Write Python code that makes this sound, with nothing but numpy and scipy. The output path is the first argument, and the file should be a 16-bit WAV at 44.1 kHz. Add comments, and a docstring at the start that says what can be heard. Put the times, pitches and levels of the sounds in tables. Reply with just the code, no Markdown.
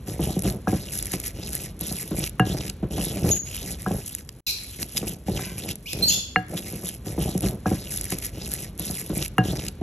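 """Thuds and wet squelches: a stone pestle mashes soft cooked potato in a ribbed bowl, close by.
Strokes rumble through the table, crush lumps and squeeze out wet mash, with an occasional smack;
now and then the pestle knocks through to the bowl. Shrill chirps, probably a cage bird, echo in
the kitchen over a low hum and one faint whine. The sound cuts out briefly once, and after seven
seconds it starts over."""
import sys
import numpy as np
from scipy import signal
from scipy.fft import rfft, irfft, next_fast_len
from scipy.io import wavfile
from scipy.ndimage import uniform_filter1d, map_coordinates

SR = 44100
rng = np.random.default_rng(int(sys.argv[2]) if len(sys.argv) > 2 else 0)


def unload_audio(sound):
    """Save the sound as a 16-bit wav file, at the path given as the first command line argument."""
    columns = np.transpose(np.atleast_2d(sound))
    # keep every value between -1 and 1, then stretch to whole-number steps
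    steps = np.round(np.clip(columns, -1, 1) * 32767)
    wavfile.write(sys.argv[1], SR, steps.astype(np.int16))


N = 433062

# Strokes, from touching the mash to lifting off: start_s, end_s, rumble_db, squelch_db, crackle_db
STROKES = [(0.059, 0.544, -34.5, -46, -45), (0.667, 1.301, -37.5, -46, -46),
           (1.337, 1.702, -36.5, -47, -53), (1.796, 2.26, -38.5, -45.5, -43), (2.445, 2.7, -32, -41.5, -45),
           (2.901, 3.372, -28.5, -42, -41.5), (3.444, 3.75, -48, -42, -43.5),
           (3.779, 4.206, -50, -46.5, -43.5), (4.506, 5.136, -57.5, -48, -45.5),
           (5.258, 5.727, -33.5, -44.5, -46), (5.917, 6.19, -33.5, -43, -42),
           (6.476, 6.953, -36, -50.5, -47)]
TOUCH_S, LIFT_DB_PER_S = 0.02, 622  # the pestle sinks in; the sound dies as it lifts
# Firm lumps collapsing under the pestle: start_s, length_s, rumble_db
LUMPS = [(0.187, 0.13, -26.5), (0.43, 0.13, -28), (2.141, 0.085, -28), (2.451, 0.11, -26.5),
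         (3.225, 0.079, -21), (3.612, 0.13, -35.5), (3.925, 0.044, -29.5), (4.788, 0.044, -34.5),
         (4.949, 0.2, -33.5), (5.312, 0.075, -29.5), (5.641, 0.08, -33.5), (5.958, 0.1, -30)]
# The deep tone of the table: frequency_hz, level_db
TABLE_TONE = [(25, -65), (50, 2), (110, 2.5), (195, 6), (250, -6.5), (310, -0.5), (600, -10.5),
              (800, -14.5), (1000, -28), (1800, -34.5), (3500, -49)]

def pestle_rumble(yield_db_per_s=14.5, crush_s=0.005, settle_db_per_s=279):
    """Grinding and collapsing lumps shake the table, less and less as the potato gives way."""
    grinding = envelope([row[:3] for row in STROKES], TOUCH_S, -yield_db_per_s, LIFT_DB_PER_S)
    lumps = [(start, start + length, db) for start, length, db in LUMPS]
    crushing = envelope(lumps, crush_s, -yield_db_per_s, settle_db_per_s)
    grit = grains(per_s=420, decay_s=0.00057, scatter_db=2, tone=TABLE_TONE, steady_s=0.06)
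    return np.sqrt(grinding + crushing) * grit

# The pestle landing: start_s, level_db, hardness_hz (low when potato cushions it), clack_db (bare stone)
KNOCKS = [(0.077, -29, 790, -15), (0.191, -21, 1000, -11.5), (0.29, -25, 900, -13.5),
          (0.363, -25, 800, -15.5), (0.448, -16.5, 744, -9.5), (0.672, -13.5, 1750, -7.5),
          (0.725, -14.5, 800, -8), (1.133, -18.5, 740, -5.5), (1.807, -16.5, 644, 6.5),
          (1.908, -14.5, 710, 8), (2.109, -17.5, 640, -7), (2.396, -7.5, 3100, 2), (2.825, -18.5, 730, -12),
          (2.977, -15.5, 805, -5), (3.166, -21, 800, -7.5), (3.239, -16.5, 770, -5.5),
          (3.862, -14, 1670, -4.5), (3.907, -17.5, 840, -9), (5.026, -20.5, 750, -6.5),
          (5.281, -21.5, 940, -14.5), (5.392, -25.5, 1470, 9), (6.3597, -8, 3430, 20),
          (6.3635, -23, 2430, 18), (6.532, -23, 800, -10.5), (6.729, -26, 730, -9.5), (6.829, -24, 700, -5)]
# The notes the bowl rings with on its table: pitch_hz, level_db, ring_s (undamped time to fade 60 dB)
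BOWL_NOTES = [(116.3, -8, 0.28), (180.5, -3, 0.2), (305, -17, 0.31), (475, -11, 0.12), (744, -10.5, 0.22),
              (1335, 1, 0.014), (1648, -10.5, 0.16), (1730, -5.5, 0.014), (2160, -9.5, 0.0081),
              (2803, -11, 0.1), (4260, -6, 0.086)]

def bowl_knocks(damping_hz=1400, push_db=14, rattle_db=-10, rattle_s=0.16, clack_hz=2000):
    """Each landing shoves the table and rings the bowl; potato under the pestle dulls and damps it."""
    out, t = np.zeros(N), np.arange(SR // 2) / SR
    hz, note_db, ring_s = np.transpose(BOWL_NOTES)[:, :, None]
    # Bare stone drives the short-lived middle notes and spares the low ones.
    clack_share = np.exp(-(np.log(hz / clack_hz) / 0.18) ** 2 - ring_s / 0.1)
    for start, level_db, hardness_hz, clack_db in KNOCKS:
        ring_share = hardness_hz ** 2 / (hardness_hz ** 2 + damping_hz ** 2)
        bass_loss_db = 0.32 * max(clack_db, 0) * (hz < 600)
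        strength_db = note_db + clack_db * clack_share - bass_loss_db + rng.normal(0, 1, hz.shape)
        notes = amp(strength_db - 60 * t / (ring_s * ring_share)) * np.sin(2 * np.pi * hz * t)
        ring = notes[::2].sum(axis=0) - notes[1::2].sum(axis=0)  # neighbours start opposite ways
        push = amp(push_db) * (t == 0)
        rattle = amp(rattle_db - 60 * t / rattle_s) * rng.standard_normal(len(t))
        thud = amp(-0.8 * clack_db) * coloured(push + rattle, TABLE_TONE)  # bare hits hardly thud
        cushion = signal.butter(10, hardness_hz, fs=SR, output="sos")
        add(out, start, amp(level_db) * signal.sosfilt(cushion, ring + thud))
    return out

def through_table(x, lag=0.1475):
    """Bending waves in the table bring the low notes last."""
    def response(hz):
        delay_s = lag * np.maximum(1 / np.sqrt(hz + 40) - 1 / np.sqrt(1300), 0)
        return np.exp(-2j * np.pi * np.cumsum(delay_s) * hz[1])
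    return filtered(x, response)

# The tone of potato being flattened: frequency_hz, level_db
SPLAT_TONE = [(600, -14), (1000, 10), (1400, 7), (2000, -2.5), (3500, -9.5), (15000, -34)]

def splats(length_s=0.0021, splat_db=-25):
    """Each landing flattens potato with a short, gritty squish, weaker when the stone lands bare."""
    landings = [(start, start + length_s, db - max(clack_db, 0)) for start, db, _, clack_db in KNOCKS]
    swell = np.sqrt(envelope(landings, rise_s=0.0023, slope_db_per_s=0, fade_db_per_s=300))
    grit = grains(per_s=900, decay_s=0.0012, scatter_db=3.5, tone=SPLAT_TONE, steady_s=0.017)
    return amp(splat_db) * swell * grit

# Wet mash squirting out from under the pestle: start_s, length_s, squelch_db, crackle_db
SQUEEZES = [(0.205, 0.045, -39, -37), (0.43, 0.068, -38, -37), (0.912, 0.087, -44.5, -33.5),
            (1.109, 0.03, -41, -36), (1.226, 0.043, -41.5, -34), (1.463, 0.11, -43.5, -38),
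            (1.586, 0.072, -45, -39.5), (1.853, 0.17, -46, -38.5), (2.159, 0.033, -39, -32.5),
            (2.195, 0.072, -36.5, -38), (2.565, 0.044, -35, -40), (3.017, 0.045, -52, -37),
            (3.265, 0.047, -37.5, -33.5), (3.539, 0.019, -38.5, -36), (3.643, 0.081, -58, -38),
            (4.055, 0.024, -55, -33), (4.792, 0.031, -41.5, -34.5), (4.96, 0.01, -32, -27),
            (5.065, 0.024, -37.5, -32.5), (5.346, 0.11, -39.5, -42.5), (5.575, 0.019, -42, -36.5),
            (5.675, 0.039, -34, -35.5), (6.56, 0.026, -37, -38), (6.656, 0.11, -44.5, -44),
            (6.836, 0.063, -40, -36)]
# The tone of the squelch: frequency_hz, level_db
SQUELCH_TONE = [(600, -19), (1300, -3.5), (2600, 1.5), (6000, 4), (9000, -3.5), (15000, -22)]
# The tone of the crackle, with the microphone's bright ring near 11 kHz: frequency_hz, level_db
CRACKLE_TONE = [(1000, -30.5), (3000, -16.5), (6000, -4.5), (8000, -2.5), (9800, 0), (11200, 6.5),
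                (12100, -4.5), (13000, -7.5), (14000, -29), (15700, -66)]

def wet_mash(clump_db=2.5, squelch_db=-0.5, fizz_db=-1, snaps_db=-1.9, wet_snaps_db=-8.5, cling_db=-62):
    """Squeezed potato squelches; its sticky films tear in a fine fizz and snaps, fuller where wet."""
    *_, stroke_squelch, stroke_crackle = np.transpose(STROKES)
    *_, squeeze_squelch, squeeze_crackle = np.transpose(SQUEEZES)
    flow = wetness(stroke_squelch, squeeze_squelch)
    tearing = wetness(stroke_crackle, squeeze_crackle) + amp(cling_db)  # clinging mash keeps crackling
    wet_grains = grains(per_s=1100, decay_s=0.0011, scatter_db=6, tone=SQUELCH_TONE, steady_s=0.08)
    squelch = amp(squelch_db) * flow * air_channels(wet_grains)
    fine_grains = grains(per_s=1500, decay_s=0.0003, scatter_db=5, tone=CRACKLE_TONE, steady_s=0.05)
    fizz = amp(fizz_db) * tearing * fine_grains
    ticks = grains(per_s=70, decay_s=0.0004, scatter_db=3, tone=CRACKLE_TONE, steady_s=0.38)
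    snaps = amp(snaps_db) * tearing * ticks + amp(wet_snaps_db) * flow * unit(muffled(ticks))
    return amp(clump_db * drift(18, N)) * (squelch + fizz) + snaps

def wetness(strokes_db, squeezes_db, swell_db_per_s=39):
    """Loudness of a wet layer: each stroke smears; each squeeze builds, then stops short."""
    start, end = np.transpose(STROKES)[:2]
    smearing = envelope(zip(start, end, strokes_db), TOUCH_S, 0, LIFT_DB_PER_S)
    start, length = np.transpose(SQUEEZES)[:2]
    squeezes = zip(start, start + length, squeezes_db - swell_db_per_s * length / 2)
    squirting = envelope(squeezes, rise_s=0.011, slope_db_per_s=swell_db_per_s, fade_db_per_s=769)
    return np.sqrt(smearing + squirting)

def air_channels(x, centre_hz=2700, roam=0.31):
    """Air channels in the mash change size, so the pitch they boost wanders."""
    hz, t, spectrum = signal.stft(x, SR, nperseg=256)
    log_pitch = np.interp(t, np.arange(N) / SR, np.log(centre_hz) + roam * drift(22, N))
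    boost = 1 + 1.6 * np.exp(-((np.log(hz[:, None] + 1) - log_pitch) / 0.17) ** 2)
    return unit(signal.istft(spectrum * boost, SR, nperseg=256)[1][:N])

def muffled(x, corner_hz=4000):
    """A layer of wet mash takes the treble off a tick."""
    return filtered(x, lambda hz: (1 + 1j * hz / corner_hz) ** -3)

# Larger air pockets bursting in the mash: start_s, level_db
POPS = [(0.309, -20), (0.3925, -14), (0.4217, -15), (0.4875, -29), (0.9453, -26.5), (1.026, -10),
        (1.0566, -15), (1.0682, -15), (1.2005, -16), (1.531, -19), (1.552, -8), (1.7922, -23), (1.81, -12),
        (1.925, -13), (2.003, -19), (2.295, -18.5), (2.397, -17.5), (3.04, -13), (3.82, -21.5), (4.15, -10),
        (5.756, -19.5), (6.857, -18), (6.871, -18), (6.8887, -13)]

def air_pops(body_db=5):
    """Air pockets burst with a sharp tick and a little body."""
    ticks = np.zeros(N)
    for start, db in POPS:
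        add(ticks, start, amp(db) * click(decay_s=0.0011, tone=CRACKLE_TONE))
    return ticks + amp(body_db) * muffled(ticks)

# Suction breaking under the pestle, plus one light knock at 4.291 s played as the same wet smack: start_s,
# level_db
SMACKS = [(1.9665, -21), (2.2402, -13), (2.275, -18), (2.68, -24.5), (2.698, -15), (3.2909, -18.5),
          (4.291, -22.5), (4.829, -12), (4.978, -8.5), (5.0803, -19), (5.69, -21), (5.932, -12)]

def suction_smacks(tick_db=-5):
    """Breaking suction gives a full, wet smack with a tick on top."""
    out = np.zeros(N)
    for start, db in SMACKS:
        smack = click(decay_s=0.00099, tone=SQUELCH_TONE)
        tick = amp(tick_db) * click(decay_s=0.0011, tone=CRACKLE_TONE)
        add(out, start, amp(db) * (smack + tick))
    return out

# Bird notes: start_s, length_s, start_hz, end_hz, level_db, overtone_db, rasp (0 pure to 1 harsh)
CHIRPS = [(3.309, 0.027, 6780, 6680, -21.5, -20, 0.01), (4.464, 0.051, 4007, 4280, -29.5, -21, 0.47),
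          (4.466, 0.0321, 2780, 2280, -34, 0.5, 0.42), (5.857, 0.037, 2165, 3690, -40, -15, 0.26),
          (5.89, 0.05, 2600, 2395, -40, -4, 0.57), (6.023, 0.023, 4140, 4206, -22.5, -12.5, 0.01),
          (6.04, 0.044, 4300, 4600, -27, -23, 0), (6.079, 0.0247, 6900, 6660, -21.5, -21, 0.1),
          (6.093, 0.02, 3300, 2500, -27, 1, 0.4), (6.111, 0.04, 3440, 3457, -26.5, 1.5, 0.32)]

def bird(waver=0.015, rasp_waver=0.06, edge_s=0.0033, third_db=-19):
    """Short gliding whistles with two overtones; harsh ones break up into a rasp."""
    out = np.zeros(N)
    rasp_tone = [(1800, -32.5), (5300, -7), (8500, -20), (12800, -9), (14500, -64)]
    for start, length, start_hz, end_hz, db, overtone_db, rasp in CHIRPS:
        t = np.arange(int(length * SR)) / SR
        glide_hz = np.interp(t, [0, length], [start_hz, end_hz])
        wobble = 1 + (waver + rasp_waver * rasp) * drift(603, len(t))
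        phase = 2 * np.pi * np.cumsum(glide_hz * wobble) / SR
        overtones = amp(overtone_db) * np.sin(2 * phase) + amp(third_db) * np.sin(3 * phase)
        whistle = np.sqrt(1 - rasp) * unit(np.sin(phase) + overtones)
        hiss = np.sqrt(rasp) * coloured(rng.standard_normal(len(t)), rasp_tone)
        swell = np.clip(np.minimum(t, length - t) / edge_s, 0, 1)
        add(out, start, amp(db) * swell * (whistle + hiss))
    return out

# A faint, thin whine further off: pitch_hz, level_db
WHINE_NOTES = [(1034, -56), (1561, -53), (2040, -54), (2342, -52)]

def whine(start_s=5.35, end_s=5.51):
    """A few unsteady high notes swell and fade together."""
    t = np.arange(N) / SR
    swell = np.sqrt(envelope([(start_s, end_s, 0)], rise_s=0.039, slope_db_per_s=0, fade_db_per_s=200))
    notes = sum(amp(db) * np.sin(2 * np.pi * hz * t + 1.4 * drift(90, N)) for hz, db in WHINE_NOTES)
    return np.sqrt(2) * swell * notes

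# The tone of the room's low noise: frequency_hz, level_db
HUM_TONE = [(20, -45), (50, 0), (200, -11.5), (500, -22.5), (1000, -35), (4000, -41), (11000, -61)]

def room_hum():
    """A low noise that drops a little at four seconds."""
    level_db = np.interp(np.arange(N) / SR, [3.9, 4.1], [-39.5, -43.5])
    return amp(level_db) * coloured(rng.standard_normal(N), HUM_TONE)

def close_echoes(x, ring_s=0.015, low_cut_hz=500, level_db=-13):
    """Sound bounces off the bowl wall and table, differently left and right."""
    t = np.arange(SR // 20) / SR
    bounces = rng.standard_normal((2, len(t))) * amp(-60 * t / ring_s)
    echoes = signal.fftconvolve(x[None], bounces / np.linalg.norm(bounces[0]), axes=1)[:, :N]
    return amp(level_db) * filtered(echoes, lambda hz: hz ** 2 / (hz ** 2 + low_cut_hz ** 2))

# How long the kitchen echoes: frequency_hz, ring_s (time to fade 60 dB)
ECHO_TIMES = [(200, 1), (4000, 0.53), (13000, 0.3)]

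def kitchen_echo(x):
    """The room's echo, different left and right; the treble dies first."""
    hz, t, noise = signal.stft(rng.standard_normal((2, SR)), SR, nperseg=256)
    fade = amp(-60 * t / along(ECHO_TIMES, hz)[:, None])
    tail = signal.istft(noise * fade, SR, nperseg=256)[1]
    return signal.fftconvolve(x[None], tail / np.linalg.norm(tail[0]), axes=1)[:, :N]

# How far the wave on the left is ahead of the right: frequency_hz, phase_radians
STEREO_PHASE = [(400, 0), (750, .7), (1400, 0), (3200, .7), (4200, 1.2), (4800, 3.1), (5600, 6.1),
                (6400, 6.6), (8000, 8.3), (12000, 12.3), (14000, 12.6)]

def stereo(x):
    """Sound reaches two microphone openings slightly out of step."""
    sides = np.array([[1], [-1]])
    return filtered(x, lambda hz: np.exp(0.5j * along(STEREO_PHASE, hz) * sides))

def grains(per_s, decay_s, scatter_db, tone, steady_s, size=96):
    """Tiny bursts of unequal strength at random times, their level evened out over steady_s."""
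    count = int(per_s * N / SR)
    starts = rng.integers(0, N, count)
    strengths = amp(scatter_db * np.clip(rng.standard_normal((count, 1)), -3, 2.5))
    bursts = strengths * rng.standard_normal((count, size)) * np.exp(-np.arange(size) / (decay_s * SR))
    positions = starts[:, None] + np.arange(size)
    x = unit(coloured(np.bincount(positions.ravel(), bursts.ravel(), N)[:N], tone))
    width = max(int(steady_s * SR), 2)
    power = uniform_filter1d(uniform_filter1d(x ** 2, width), width)
    return x / np.sqrt(np.abs(power) + 1e-4)

def click(decay_s, tone):
    """A short burst of noise with peak 1."""
    t = np.arange(SR // 100) / SR
    burst = coloured(rng.standard_normal(len(t)) * np.exp(-t / decay_s), tone)
    return burst / np.abs(burst).max()

def envelope(events, rise_s, slope_db_per_s, fade_db_per_s):
    """Summed power of (start_s, end_s, level_db) events: each rises, slopes, then dies away."""
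    power, t = np.zeros(N), np.arange(SR) / SR
    for start, end, db in events:
        level_db = db + slope_db_per_s * t - fade_db_per_s * np.maximum(t - (end - start), 0)
        add(power, start, (np.minimum(t / rise_s, 1) * amp(level_db)) ** 2)
    return power

def coloured(x, tone, size=8192):
    """Give x a tone of (frequency_hz, level_db) points; white noise keeps its level."""
    cepstrum = irfft(np.log(amp(along(tone, np.fft.rfftfreq(size, 1 / SR)))))
    cepstrum[1:size // 2] *= 2  # folded so that the filter rings after a sound, never before
    cepstrum[size // 2 + 1:] = 0
    ring = irfft(np.exp(rfft(cepstrum)))
    return signal.fftconvolve(x, ring / np.linalg.norm(ring))[:len(x)]

def filtered(x, response):
    """Scale and shift each frequency of x by response(hz)."""
    size = next_fast_len(N + SR // 2)
    return irfft(rfft(x, size) * response(np.fft.rfftfreq(size, 1 / SR)), size)[..., :N]

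def drift(per_s, count):
    """A smooth curve of count samples through per_s random values a second."""
    values = rng.standard_normal(int(count * per_s / SR) + 4)
    return map_coordinates(values, [np.arange(count) * per_s / SR])

def along(points, hz):
    """Read between (frequency_hz, value) points on a log axis."""
    frequencies, values = np.transpose(points)
    return np.interp(np.log(hz + 1), np.log(frequencies + 1), values)

def add(track, start_s, sound):
    """Mix a sound into a track."""
    part = track[round(start_s * SR):][:len(sound)]
    part += sound[:len(part)]

def amp(db):
    """Decibels to gain."""
    return 10 ** (np.asarray(db) / 20)

def unit(x):
    """Scale to an average power of 1."""
    return x / np.sqrt(np.mean(x ** 2) + 1e-20)

def scene():
    """The bowl is close with little echo, the bird far and echoing, over a low room noise."""
    pestle = pestle_rumble() + through_table(bowl_knocks())
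    mashing = pestle + splats() + wet_mash() + air_pops() + suction_smacks()
    chirps, hum = bird(), room_hum()
    direct = stereo(mashing + amp(3) * chirps + whine() + hum)
    into_room = amp(-19) * filtered(mashing, lambda hz: hz / (hz + 700) / (1 + (hz / 7000) ** 4))
    return direct + close_echoes(mashing) + kitchen_echo(amp(2.5) * chirps + into_room)

GAP_START_S, GAP_END_S, REPEAT_S, TOP_HZ = 4.405, 4.466, 308063 / SR, 15750

def record(dry):
    """The sound drops briefly to near silence, later starts over, and loses its highest treble."""
    t = np.arange(N) / SR
    cut = dry * np.where((t > GAP_START_S) & (t < GAP_END_S), amp(-41), 1)
    looped = cut[:, np.arange(N) % round(REPEAT_S * SR)]
    return filtered(looped, lambda hz: hz < TOP_HZ)

dry = scene()
out = record(dry)
unload_audio(out)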